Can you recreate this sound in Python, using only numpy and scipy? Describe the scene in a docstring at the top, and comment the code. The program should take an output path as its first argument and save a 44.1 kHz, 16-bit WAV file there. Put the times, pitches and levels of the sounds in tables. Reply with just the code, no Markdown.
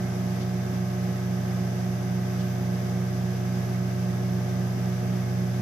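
"""A microwave oven hums and buzzes on a kitchen counter, close in front of the microphone.
Transformer: lines on multiples of the mains, plus a comb of fine buzz and a thin whine.
Fan: shaft and blade tones, a little slower than the mains, beating against the hum.
Air: shaped noise, rumbling in the case and hissing from the vents.
Turntable: two scuffs of band-passed noise and very faint arched squeaks."""
import sys
import numpy as np
from scipy import signal
from scipy.fft import rfft, irfft
from scipy.io import wavfile
from scipy.ndimage import uniform_filter1d

SR = 44100
rng = np.random.default_rng(int(sys.argv[2]) if len(sys.argv) > 2 else 0)


def log_audio(samples):
    """Write samples as a 16-bit WAV file to the path given in sys.argv[1]."""
    # one column per channel
    frames = np.atleast_2d(samples).T
    # limit to full scale, then quantise
    limited = np.clip(frames, -1, 1)
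    pcm = np.round(limited * 32767).astype(np.int16)
    wavfile.write(sys.argv[1], SR, pcm)


N = 247401
T = np.arange(N) / SR

MAINS_HZ, FAN_HZ, BLADES = 60.035, 45.947, 4
TOP_HZ = 14550
PORT_LAG_S = 0.0003
SWELL_DB_PER_S, SWELL_BELOW_HZ = 0.43, 270
SQUEAK_BEND_HZ_PER_S2, SQUEAK_ROUGH = 150000, 0.006

# turntable roller scuffs: centre t/s, width t/s, left level/dB
SCUFFS = [(0.42, 0.039, -45), (2.41, .04, -45.5)]
# turntable squeaks: centre t/s, half-length t/s, f/Hz, right level/dB
SQUEAKS = [(2.49, .11, 14300, -55), (2.615, .14, 14150, -59), (2.725, .06, 11600, -60),
           (2.835, .03, 12050, -59)]
# air churning in the case: f/Hz, left level/dB per Hz, right level/dB per Hz
RUMBLE_SPECTRUM = [(27.8, -90, -88), (66.6, -82, -82), (95, -68, -68), (138, -69, -67), (183, -64, -61.5),
                   (245, -65.5, -67), (340, -69, -78.5), (432, -68.5, -76), (545, -75.5, -76),
                   (680, -72, -70.5), (800, -73, -72.5), (884, -79, -84), (1400, -95, -87),
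                   (4000, -106, -106)]
# air leaving the vents: f/Hz, left level/dB per Hz, right level/dB per Hz
HISS_SPECTRUM = [(496, -94, -88.5), (1140, -78.5, -81.5), (1400, -86, -81), (1650, -82.5, -80),
                 (1950, -87.5, -77.5), (2110, -86, -84), (2680, -84.5, -85), (3220, -87, -87),
                 (3670, -87, -91), (4430, -88, -91.5), (4830, -81.5, -92.5), (6220, -82.5, -93),
                 (6930, -92, -90.5), (9570, -104, -95.5), (11700, -106, -87), (15100, -100, -98)]
# hollow resonances of air duct and case: f/Hz, width f/Hz, left lift/dB, right lift/dB
DUCT_MODES = [(900, 45, -1, 3), (1270, 67, 6.5, 8), (1530, 56, 6.5, 7.5), (1740, 60, 3, 1.5),
              (1963, 45, 6, 4.5), (2170, 60, 9, 8), (2390, 120, 2.5, 2), (3550, 150, 5.5, 0)]
# four-bladed fan: multiple of shaft rate, left level/dB, right level/dB
FAN_LINES = [(1, -56.5, -58), (2, -46, -41), (3, -50.5, -60), (4, -32, -30.5), (5, -57, -60),
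             (6, -51.5, -56), (7, -57, -76), (8, -45, -43), (9, -55, -74), (10, -59, -75),
             (12, -59.5, -58.5), (15, -53.5, -60.5), (16, -57.5, -61), (18, -69, -57.5), (20, -63, -60.5)]
# rotor swings the motor's magnetic pull: multiple of mains, multiple of shaft rate,
# left level/dB, right level/dB
MOTOR_SIDEBANDS = [(2, 1, -45, -41.5), (3, -1, -55, -57), (2, 3, -67, -60), (4, 1, -66, -70)]
# fine buzz of the high-voltage parts: f/Hz, left level/dB per line, right level/dB per line
BUZZ_SPECTRUM = [(1680, -89, -73), (2900, -88, -84), (4300, -85, -94), (5760, -79, -93), (7150, -98, -90),
                 (9400, -110, -99), (10500, -110, -89), (12200, -108, -81), (13600, -103, -80),
                 (14400, -99, -90)]
# thin whine: f/Hz, left level/dB, right level/dB
WHINE_LINE = (11918, -108, -72)
# transformer and case panels: multiple of mains, left level/dB, right level/dB
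HUM_LINES = [(1, -65, -59), (2, -31, -28.5), (3, -48.5, -39), (4, -55.5, -47.5), (5, -61, -64),
             (6, -65, -46), (8, -54.5, -50.5), (10, -48.5, -48.5), (11, -55.5, -57.5), (12, -53.5, -48.5),
             (14, -68, -58), (18, -55.5, -78), (20, -62, -57.5), (22, -65, -61.5), (24, -72, -71),
             (26, -60, -56.5), (27, -74, -74), (28, -71, -56.5), (30, -75, -79), (34, -69, -66),
             (36, -75, -66), (53, -81, -69), (99, -61, -76), (100, -66, -80), (101, -66, -79)]


def undb(db):
    """Decibels to gain."""
    return 10 ** (np.asarray(db) / 20)


def walk(rate_hz):
    """Random levels held 1 / rate_hz and slewed twice; spread near 1."""
    hold = max(int(SR / rate_hz), 1)
    steps = np.repeat(rng.standard_normal(N // hold + 1), hold)
    slewed = uniform_filter1d(uniform_filter1d(steps, hold), hold)
    return 1.26 * slewed[:N]


def gains(table, hz):
    """Left and right gain of a spectrum, interpolated over log frequency."""
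    points_hz, *sides_db = np.transpose(table)
    return undb([np.interp(np.log(hz + 1), np.log(points_hz), db) for db in sides_db])


def air(table, likeness, modes=()):
    """Turbulent stereo noise, lifted at resonant modes; likeness(hz) is the power share common to both sides."""
    hz = np.arange(N // 2 + 1) * SR / N
    share = np.clip(likeness(hz), 0, 1)
    common = rfft(rng.standard_normal(N))
    own = rfft(rng.standard_normal((2, N)))
    lift_db = 0
    for centre_hz, width_hz, left_db, right_db in modes:
        peak = 1 / (1 + (2 * (hz - centre_hz) / width_hz) ** 2)
        lift_db = lift_db + np.array([[left_db], [right_db]]) * peak
    mix = np.sqrt(share) * common + np.sqrt(1 - share) * own
    # sqrt(SR / 2): white noise to unit power per Hz
    return irfft(mix * gains(table, hz) * undb(lift_db), N) * np.sqrt(SR / 2)


def tone(hz, sides_db, clock_s, waver_db=1.5, diffuse_hz=800):
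    """One line at RMS level; kitchen reflections set the two sides further apart in phase as hz rises."""
    start = rng.uniform(0, 2 * np.pi)
    scatter = rng.uniform(-0.88, 1) * min(hz / diffuse_hz, 2)
    lag = 2 * np.pi * PORT_LAG_S * hz / (1 + (hz / diffuse_hz) ** 2)
    phase = 2 * np.pi * hz * clock_s + start + np.array([[0.5], [-0.5]]) * (scatter - lag)
    return np.sqrt(2) * undb(sides_db)[:, None] * undb(waver_db * walk(9)) * np.sin(phase)


def turntable(scuff_hz=3800, squeak_left_db=-8):
    """Rollers brush the cavity floor; each squeak's pitch sags either side of its middle and trembles."""
    band_hz = [scuff_hz / 1.34, scuff_hz * 1.48]
    band = signal.butter(2, band_hz, "band", fs=SR, output="sos")
    rub = signal.sosfilt(band, rng.standard_normal((2, N)))
    pressure = sum(undb(db) * np.exp(-(2 * (T - centre_s) / width_s) ** 2)
                   for centre_s, width_s, db in SCUFFS)
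    out = rub / rub.std() * np.array([[1], [0.5]]) * pressure
    for centre_s, half_s, hz, db in SQUEAKS:
        offset_s = np.clip(T - centre_s, -half_s, half_s)
        contact = np.cos(np.pi / 2 * offset_s / half_s) ** 2
        pitch_hz = hz * (1 + SQUEAK_ROUGH * walk(400)) - SQUEAK_BEND_HZ_PER_S2 * offset_s ** 2
        squeak = np.sin(2 * np.pi * np.cumsum(pitch_hz) / SR)
        out = out + undb([[db + squeak_left_db], [db]]) * contact * squeak
    return out


def airflow(alike_hz=650, churn_db=1.1, flutter_db=0.47, blade_chop=0.063):
    """Turbulence: deep rumble reaches both sides alike, chopped by the blades; hiss rings the duct."""
    rumble = air(RUMBLE_SPECTRUM, lambda hz: 1 / (1 + (hz / alike_hz) ** 2))
    hiss = air(HISS_SPECTRUM, lambda hz: 0.12 * (hz < 7000), DUCT_MODES)
    chop = 1 + blade_chop * np.sin(2 * np.pi * BLADES * FAN_HZ * T)
    return rumble * undb(churn_db * walk(14)) * chop + hiss * undb(flutter_db * walk(22.02))


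def fan(clock_s, wander_s=0.00029):
    """Shaft and blade tones at a slightly unsteady speed, plus the motor's sidebands on the hum."""
    shaft_s = clock_s + wander_s * walk(1.535)
    blades = sum(tone(k * FAN_HZ, sides_db, shaft_s, waver_db=0.13) for k, *sides_db in FAN_LINES)
    sidebands = sum(tone(m * MAINS_HZ + k * FAN_HZ, sides_db, clock_s)
                    for m, k, *sides_db in MOTOR_SIDEBANDS)
    return blades + sidebands


def buzz(clock_s, uneven_db=5, size=4096):
    """High-voltage sizzle repeating every mains cycle: a comb of thin lines, uneven by up to +-uneven_db."""
    hz = np.arange(size // 2 + 1) * MAINS_HZ
    in_band = (hz > BUZZ_SPECTRUM[0][0]) & (hz < TOP_HZ)
    lines = gains(BUZZ_SPECTRUM, hz) * in_band * undb(uneven_db * rng.uniform(-1, 1, len(hz)))
    phases = np.exp(2j * np.pi * rng.random(lines.shape))
    cycle = irfft(lines * phases) * size / np.sqrt(2)
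    position = clock_s * MAINS_HZ % 1
    return np.array([np.interp(position, np.arange(size) / size, side) for side in cycle])


def transformer(clock_s, steady_db=0.1, loose_db=1.4):
    """Core flexes with the mains and shakes the panels; deep notes swell slowly, high ones rattle unsteadily."""
    swell = undb(SWELL_DB_PER_S * (T - T.mean()))
    out = tone(WHINE_LINE[0], WHINE_LINE[1:], clock_s, waver_db=3.0)
    for k, *sides_db in HUM_LINES:
        hz = k * MAINS_HZ
        waver_db = np.interp(hz, [120, 1500], [steady_db, loose_db])
        line = tone(hz, sides_db, clock_s, waver_db=waver_db)
        out = out + line * (swell if hz < SWELL_BELOW_HZ else 1)
    return out


def scene():
    """Hum, buzz and fan share one barely drifting mains clock; air and turntable are added."""
    clock_s = T + 5e-6 * walk(1)
    return turntable() + airflow() + fan(clock_s) + buzz(clock_s) + transformer(clock_s)


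def record(dry):
    """The recorder cuts the top: steep low-pass at TOP_HZ."""
    low_pass = signal.ellip(12, 0.1, 80, TOP_HZ, fs=SR, output="sos")
    return signal.sosfilt(low_pass, dry)


dry = scene()
out = record(dry)
log_audio(out)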